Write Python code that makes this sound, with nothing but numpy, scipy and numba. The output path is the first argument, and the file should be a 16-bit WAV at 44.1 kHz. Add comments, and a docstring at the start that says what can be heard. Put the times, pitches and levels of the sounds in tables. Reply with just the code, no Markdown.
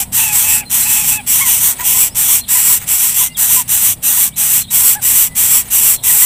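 """From the start two nestlings beg in a nest of dry palm leaves, close up, over wind rumble and a far engine's drone.
One rasps in pushes, in long calls and then mostly short ones: irregular clicks of the syrinx ring throat
and beak and crowd into a hiss, with faint wheezing air between. The other squeaks softly in arched notes.
From 0.65 s birds further off whistle, gliding tones; at 1.8, 2.8 and 5.6 s dry leaves crackle under the chicks.
From 2.4 s one of the birds sings a trilled phrase, three times in all."""
import sys
import numpy as np
from scipy import signal
from scipy.fft import rfft, irfft
from scipy.io import wavfile
from scipy.ndimage import uniform_filter1d
from numba import njit

SR = 44100
rng = np.random.default_rng(int(sys.argv[2]) if len(sys.argv) > 2 else 0)


def generate_wav(signal):
    """Clip the signal to [-1, 1] and save it as 16-bit WAV at the path in sys.argv[1]."""
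    frames = np.transpose(np.atleast_2d(signal))
    scaled = np.clip(frames, -1, 1) * 32767
    pcm = np.round(scaled).astype(np.int16)
    wavfile.write(sys.argv[1], SR, pcm)


N = 275625
TIME = np.arange(N) / SR  # [s]


def undb(db):
    """Decibels to gain."""
    return 10 ** (np.asarray(db) / 20)


def unit(x):
    """Scale to rms 1."""
    return x / np.sqrt(np.mean(x ** 2))


def curve(rows):
    """Join (time [s], value) rows by straight lines."""
    return np.interp(TIME, *np.transpose(rows))


def walk(rate):
    """Smooth random wander with a spread near 1, taking this many steps a second."""
    steps = rng.standard_normal(N // 10)
    return np.interp(TIME * rate, np.arange(len(steps)), steps)


def ring(modes, size=2048):
    """Causal response, of energy 1, of a cavity with steep resonances."""
    f = np.arange(size // 2 + 1) * SR / size
    power = sum(undb(db) ** 2 / (1 + (2 * (f - hz) / width) ** 2) ** 2 for hz, width, db in modes)
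    # folding the cepstrum to positive times gives minimum phase
    cepstrum = irfft(np.log(power))[:size // 2]
    cepstrum[0] /= 2
    response = irfft(np.exp(rfft(cepstrum, size)))
    return response / np.sqrt(np.sum(response ** 2))


def through(x, response):
    """Pass a sound through a response."""
    return signal.fftconvolve(x, response)[:N]


def highpass(x, order, hz):
    """Remove what lies below a frequency."""
    return signal.sosfilt(signal.butter(order, hz, "high", fs=SR, output="sos"), x)


def samples_of(start, length):
    """Indices of the samples that an event covers."""
    return np.flatnonzero((TIME >= start) & (TIME < start + length))


def note(start, length):
    """A note: its samples, the time since its start and its rounded envelope."""
    span = samples_of(start, length)
    t = TIME[span] - start
    return span, t, np.sqrt(np.abs(np.sin(np.pi * t / length)))


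def pure_tone(hz):
    """A sine that follows a moving pitch, rms 1."""
    return unit(np.sin(2 * np.pi * np.cumsum(hz) / SR))


def foliage(x, wet_db, t60):
    """Leaves scatter a short diffuse tail behind the direct sound."""
    t = TIME[:SR // 2]
    tail = rng.standard_normal(len(t)) * undb(-60 * t / t60)
    return x + undb(wet_db) * through(x, tail / np.sqrt(np.sum(tail ** 2)))


# resonances of the engine drone: (frequency [Hz], width [Hz], level [dB])
ENGINE_MODES = [(60.6, 11.3, 0.5), (92.9, 7.4, 3), (121.6, 14.7, 1), (157.2, 17, 0), (194.7, 11, -0.5),
                (242.68, 52, -5.5)]
# drone level ahead of its trim: (time [s], level [dB])
ENGINE_LEVEL = [(0.0, -35.5), (0.98, -33.5), (1.68, -39), (5.49, -36), (6.1, -39.5)]


def engine(trim_db=-0.5):
    """A far engine drones: noise through narrow low resonances."""
    drone = through(rng.standard_normal(N), ring(ENGINE_MODES, size=32768))
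    return unit(drone) * undb(curve(ENGINE_LEVEL) + trim_db)


# relative spectrum of the open air: (frequency [Hz], density [dB per Hz])
AIR_SPECTRUM = [(25, 6), (60, 3), (130, 0.5), (240, -10.5), (320, -7.5), (500, -9.5), (900, -8),
                (1500, -27), (3000, -31), (5000, -53), (9000, -40), (15000, -16.5)]
# wind level around which it swells: (time [s], level [dB])
WIND_LEVEL = [(0, -36), (2, -40), (4.3, -42), (5.5, -37)]


def wind(swell_db=2.5):
    """Soft wind rumble with a faint hiss: shaped noise that swells a little."""
    hz, density_db = np.transpose(AIR_SPECTRUM)
    f = np.maximum(np.arange(N // 2 + 1) * SR / N, 1)
    shape = undb(np.interp(np.log(f), np.log(hz), density_db))
    noise = irfft(rfft(rng.standard_normal(N)) * shape, N)
    return unit(noise) * undb(curve(WIND_LEVEL) + swell_db * walk(3.6))


# level or gliding bird notes: (time [s], length [s], start pitch [Hz], end pitch [Hz], level [dB])
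WHISTLES = [(0.651, 0.03892, 4200, 4130, -36), (0.816, 0.03807, 4090, 4040, -27.5),
            (2.095, 0.047335, 4600, 5400, -44), (3.1, .26, 2045, 2066, -41.5),
            (3.29, 0.054, 2850, 2800, -43), (3.304, 0.0463, 3500, 5200, -48),
            (3.343, 0.03, 4000, 3200, -28.5), (4.245, .119, 2290, 2293, -52.5),
            (4.309, 0.071, 2500, 4320, -43), (5.276, .117, 2009, 1999, -42)]


def whistles(waver=0.00646):
    """Birds in the trees whistle single notes, pure tones whose glide levels off."""
    out, bend = np.zeros(N), 1 + waver * walk(200)
    for start, length, from_hz, to_hz, db in WHISTLES:
        span, t, envelope = note(start, length)
        hz = to_hz + (from_hz - to_hz) * (1 - t / length) ** 2
        out[span] += pure_tone(hz * bend[span]) * envelope ** 2 * undb(db)
    return out


def arch(u, from_hz, turn_hz, to_hz, place):
    """Pitch that eases into a turning point and curves away to its end as u runs from 0 to 1."""
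    place = np.clip(place, .02, .98)
    before = (from_hz - turn_hz) * (1 - u / place) ** 2
    after = (to_hz - turn_hz) * ((u - place) / (1 - place)) ** 2
    return turn_hz + np.where(u < place, before, after)


# pip, trilled fall and rise: (time into the phrase [s], length [s], start pitch [Hz], turning pitch [Hz],
# end pitch [Hz], place of the turn [0-1], level within the song [dB], trill depth [Hz])
PHRASE = [(0, .025, 4048, 4200, 4143, .4, 0, 0), (.024, 0.033, 4100, 3830, 3420, 0.09, -3.5, 460),
          (0.067, .045, 3090, 3855, 3830, .45, -3.5, 80)]
# each singing of the phrase: (time [s], level [dB])
SONGS = [(2.404, -31), (4.605, -30.5), (5.949, -32)]


def songs(waver=0.00646, trill_hz=115):
    """A small bird repeats a phrase of curved pure tones, some shaken by a fast trill."""
    out, bend = np.zeros(N), 1 + waver * walk(200)
    for start, song_db in SONGS:
        for after, length, *shape, db, depth_hz in PHRASE:
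            span, t, envelope = note(start + after, length)
            trill = depth_hz * np.sin(2 * np.pi * trill_hz * t)
            hz = arch(t / length, *shape) + trill
            out[span] += pure_tone(hz * bend[span]) * envelope ** 2 * undb(song_db + db)
    return out


# resonances of a dry leaf: (frequency [Hz], width [Hz], level [dB])
LEAF_MODES = [(2310.5, 2600, -1), (6500, 1150, 0.5), (7997, 1800, 2.5), (11856, 1500, -4), (14155, 3480, 4)]
# chicks shift on the dry leaves: (time [s], length [s], level into the leaf [dB], density [crackles/s])
RUSTLES = [(1.78, 0.06, -22.5, 826.5), (2.793, 0.061, -29.5, 3000), (5.634, 0.066, -36, 1360)]


def rustles(scatter_db=-2.0):
    """Short flurries of random snaps of either sign ring the dry leaves."""
    snaps = np.zeros(N)
    for start, length, db, rate in RUSTLES:
        span = samples_of(start, length)
        count = len(span)
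        struck = rng.random(count) < rate / SR
        strength = undb(scatter_db * rng.standard_normal(count)) * rng.choice([-1, 1], count)
        snaps[span] += unit(struck * strength * np.hanning(count) ** .5) * undb(db)
    return through(snaps, ring(LEAF_MODES))


SCOOP_S, DROP_HZ, DROP_S = 0.0357, 110, 0.03  # pitch scoops up at the start and drops at the end
SPEAK_S, FADE_POWER = 0.016, 0.25  # a squeak speaks quickly and then fades
HOARSE_PER_S = 1.5  # phase flutter [rad] for each second of note length
# the second chick: (time [s], length [s], pitch [Hz], scoop up to it [Hz], sag over the note [Hz],
# level ahead of the envelope [dB], throat resonance [Hz])
SQUEAKS = [(-.02, .058, 830, 100, 29, -37, 1251), (0.181, .19, 906, 79.6, 80.5, -24.5, 2700),
           (.432, 0.21, 886, 70, 35.5, -24, 2580), (0.844, 0.21, 872.5, 70.2, 25, -23.5, 2620),
           (1.105, 0.11, 901, 60.1, 62, -24.5, 2740), (1.39, .118, 1169, 448, 260.5, -22.5, 2570),
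           (1.787, 0.052, 992, 130.7, -45, -28, 1567), (1.933, 0.05, 1096, 140, 62, -28, 1660),
           (2.544, 0.045, 1054, 99.4, 43, -25.5, 1780), (2.678, 0.059, 1030, 99.7, 68, -34, 1598),
           (3.196, 0.0483, 1044, 120.4, 13, -31, 1400), (3.56, 0.066, 1061, 90.1, 96, -31, 1199),
           (4.944, 0.058, 893, 190.8, 36, -28, 1400), (6.058, 0.057, 1051, 100, 60, -26, 1856),
           (6.21, 0.065, 1015, 110, -20, -27, 1820)]


def squeaks(waver=0.0098, drift=0.0087, shimmer_db=3, throat_width_hz=1000, throat_db=23.0, slope_db=-9):
    """Nasal arched notes of five harmonics, the long ones hoarse; the throat lifts harmonics near its resonance."""
    out = np.zeros(N)
    bend = 1 + waver * walk(250) + drift * walk(25)
    tremble = undb(shimmer_db * walk(150))
    flutter = walk(600)  # uneven cycles smear the upper harmonics most
    k = np.arange(1, 6)[:, None]  # harmonic numbers
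    for start, length, pitch_hz, scoop_hz, sag_hz, db, throat_hz in SQUEAKS:
        span, t, _ = note(start, length)
        envelope = np.minimum(t / SPEAK_S, 1) * np.abs(1 - t / length) ** FADE_POWER
        scoop = np.maximum(1 - t / SCOOP_S, 0) ** 2
        drop = np.maximum(1 - (length - t) / DROP_S, 0) ** 2
        hz = (pitch_hz - sag_hz * t / length - scoop_hz * scoop - DROP_HZ * drop) * bend[span]
        throat = undb(throat_db) / (1 + (2 * (k * hz - throat_hz) / throat_width_hz) ** 2) ** 2
        gain = undb(slope_db * np.log2(k)) * (1 + throat)
        phase = 2 * np.pi * np.cumsum(hz) / SR + HOARSE_PER_S * length * flutter[span]
        tone = np.sum(gain * np.sin(k * phase), axis=0)
        out[span] += unit(tone) * envelope * tremble[span] * undb(db)
    return out


# open beak as the air wheezes through: (frequency [Hz], width [Hz], level [dB])
WHEEZE_MODES = [(2745.3, 4300, -9), (6230, 1500, -40.5), (8130, 540, 1.5), (9430, 1800, -0.5),
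                (11700, 2000, -17.5), (14660, 1460, -9)]


def wheeze():
    """Air noise whistles faintly through the open beak all along, heard between rasps."""
    db = curve([(end, wheeze_db) for _, end, _, wheeze_db in RASPS])
    return through(rng.standard_normal(N), ring(WHEEZE_MODES)) * undb(db + 2.2 * walk(70))


ATTACK_S, RELEASE_S, EDGE_POWER = .048, .06, .7  # every rasp swells and dies away alike
TIRE_AFTER_S, TIRE_DB_PER_S = .29, 11  # a long rasp runs out of air
# pressure sinks slowly into a lull, comes back quickly and overshoots a moment later
SINK_S, RECOVER_S, SURGE_DB, SURGE_AFTER_S, SURGE_S = .042, .021, 1.32, .055, .03
# begging rasps: (start [s], end [s], pressure ahead of tiring and lulls [dB],
# wheeze around which it wavers at the rasp's end [dB])
RASPS = [(-.2, 0.043, -8.5, -41.5), (0.12, 0.616, -8.5, -41), (0.696, 1.182, -8.5, -36),
         (1.263, 1.745, -7.5, -31), (1.83, 2.092, -8, -40), (2.147, 2.413, -8.5, -40.5),
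         (2.479, 2.792, -8, -32.5), (2.866, 3.289, -8.5, -41), (3.366, 3.631, -8, -38),
         (3.676, 3.946, -8.5, -43.5), (4.022, 4.295, -8.5, -42), (4.36, 4.633, -9, -41),
         (4.703, 4.962, -7, -34), (5.015, 5.286, -7.5, -42.5), (5.35, 5.629, -8, -32.5),
         (5.7, 5.969, -7.5, -41), (6.029, 6.302, -7, -41.5)]
# the chick eases off between pushes: (time [s], depth [dB])
LULLS = [(.309, 12), (.466, 4.5), (.868, 7.5), (1.033, 8), (1.447, 8.5), (1.598, 7), (1.958, 3.5),
         (2.274, 3.5), (2.638, 5), (2.987, 4), (3.137, 11), (3.482, 4.5), (3.803, 5), (4.156, 4.5),
         (4.486, 4.5), (4.824, 3.5), (5.138, 3), (5.491, 4), (5.82, 2.5), (6.158, 3.5)]


def pressure():
    """Air pressure of the rasping chick, as a gain: attack, hold and release, with a surge after each lull."""
    push = np.zeros(N)
    for start, end, db, _ in RASPS:
        edges = np.clip((TIME - start) / ATTACK_S, 0, 1) * np.clip((end - TIME) / RELEASE_S, 0, 1)
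        tired_db = TIRE_DB_PER_S * np.maximum(TIME - start - TIRE_AFTER_S, 0)
        push += edges ** EDGE_POWER * undb(db - tired_db)
    eased_db, surge_db = np.zeros(N), np.zeros(N)
    for s, depth_db in LULLS:
        eased_db += depth_db * np.exp(-np.maximum((s - TIME) / SINK_S, (TIME - s) / RECOVER_S))
        surge_db += SURGE_DB * np.exp(-((TIME - s - SURGE_AFTER_S) / SURGE_S) ** 2)
    return uniform_filter1d(push * undb(surge_db - eased_db), size=380).clip(0)


@njit
def clicks(rate, stretch, size):
    """A click at each wrap of the phase; every cycle has its own length and strength."""
    out, phase, k = np.zeros(len(rate)), 0., 0
    for i in range(len(rate)):
        phase += rate[i] / SR
        if phase >= stretch[k]:
            phase -= stretch[k]
            out[i] = size[k]
            k += 1
    return out


def syrinx(rate, jitter, scatter_db):
    """One side of the syrinx: uneven snaps at a moving rate, rms 1."""
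    chance = rng.standard_normal((N // 10, 2)).T
    stretch = np.exp(jitter * chance[0] - jitter ** 2 / 2)
    train = highpass(clicks(rate, stretch, undb(scatter_db * chance[1])), 1, 500)
    return unit(train * np.sqrt(SR / rate))  # evens out power as the clicks crowd


GAPE_DB, GAPE_DB_PER_S = -0.35, 0.33  # the gape widens as the begging goes on and lifts the top
# throat, beak and nest cup: (frequency [Hz], width [Hz], level [dB])
BEAK_MODES = [(940, 530, -18.5), (1570, 1080, -20.5), (2870, 1700, -12.0), (4510, 1720, -19.5),
              (5720, 730, -7.5), (6130, 460, -7.5), (6590, 230, -12.0), (7150, 780, -7.0),
              (7630, 380, -0.5), (7990, 210, -2.5), (8300, 500, 0.0), (8830, 380, -1.5), (9160, 390, -2.5),
              (9720, 280, -7.0), (10290, 310, -1.0), (10850, 440, -4.0), (11350, 380, -1.0),
              (12070, 710, -1.5), (12550, 320, -2.5), (12910, 410, -3.0), (13430, 230, -7.5),
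              (14040, 700, -2.0), (14770, 460, -5.0), (15220, 430, -6.5)]


def rasp(full_db=-8, loose_hz=1300, loose_db=-3.0, air_db=-15, brightening=0.39):
    """Pressure sets loudness, click rate and brightness: a rattle at a call's edges, a dense hiss at its height."""
    push = pressure()
    effort = push / undb(full_db)
    # one side snaps almost evenly and leaves a faint gliding tone; the loose side joins in as the chick pushes
    even = syrinx(400 + 680 * effort ** 2, jitter=.09, scatter_db=2.5)
    loose = syrinx(200 + loose_hz * effort ** 2, jitter=.5, scatter_db=-1.5)
    share = undb(loose_db) * (effort + 0.93)
    breath = undb(air_db) * rng.standard_normal(N)
    source = (even + share * loose) / np.hypot(1, share) + breath
    voice = through(source * push, ring(BEAK_MODES))
    top = signal.sosfiltfilt(signal.butter(2, 11500, "high", fs=SR, output="sos"), voice)
    low = signal.sosfiltfilt(signal.butter(4, 7000, "low", fs=SR, output="sos"), voice)
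    tilt = undb(GAPE_DB + GAPE_DB_PER_S * TIME) * (effort + 0.15) ** brightening
    return voice + (tilt - 1) * top + (tilt ** -.6 - 1) * low


def wobble(x, depth=0.15, rate=14):
    """The chick's head trembles, so near reflections from the nest cup wax and wane and shift the colour."""
    lags = rng.integers(8, 50, 3)  # [samples]
    return x + sum(depth * walk(rate) * np.pad(x, (lag, 0))[:N] for lag in lags)


def scene(rasp_db=-0.6):
    """The nest lies straight ahead, alike in both channels; the far birds sound wetter."""
    chicks = undb(rasp_db) * wobble(rasp()) + wheeze() + squeaks()
    nest = foliage(chicks + rustles(), wet_db=-8.5, t60=0.072)
    birds = foliage(songs() + whistles(), wet_db=-4.5, t60=0.2491)
    mid = nest + birds + wind() + engine()
    return np.array([mid, mid])


TOP_HZ = 15550  # treble cut of the recorder


def record(dry, count=3):
    """The recorder blocks the sub-bass, rounds the tallest clicks and cuts the top."""
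    out = highpass(dry, 1, 15)
    for _ in range(count):  # the treble cut makes peaks overshoot, so they are rounded in stages
        out = out / (1 + np.abs(out / .97) ** 10) ** (1 / 10)
        out = signal.fftconvolve(out, signal.firwin(401, TOP_HZ, fs=SR)[None], mode="same")
    return out


dry = scene()
out = record(dry)
generate_wav(out)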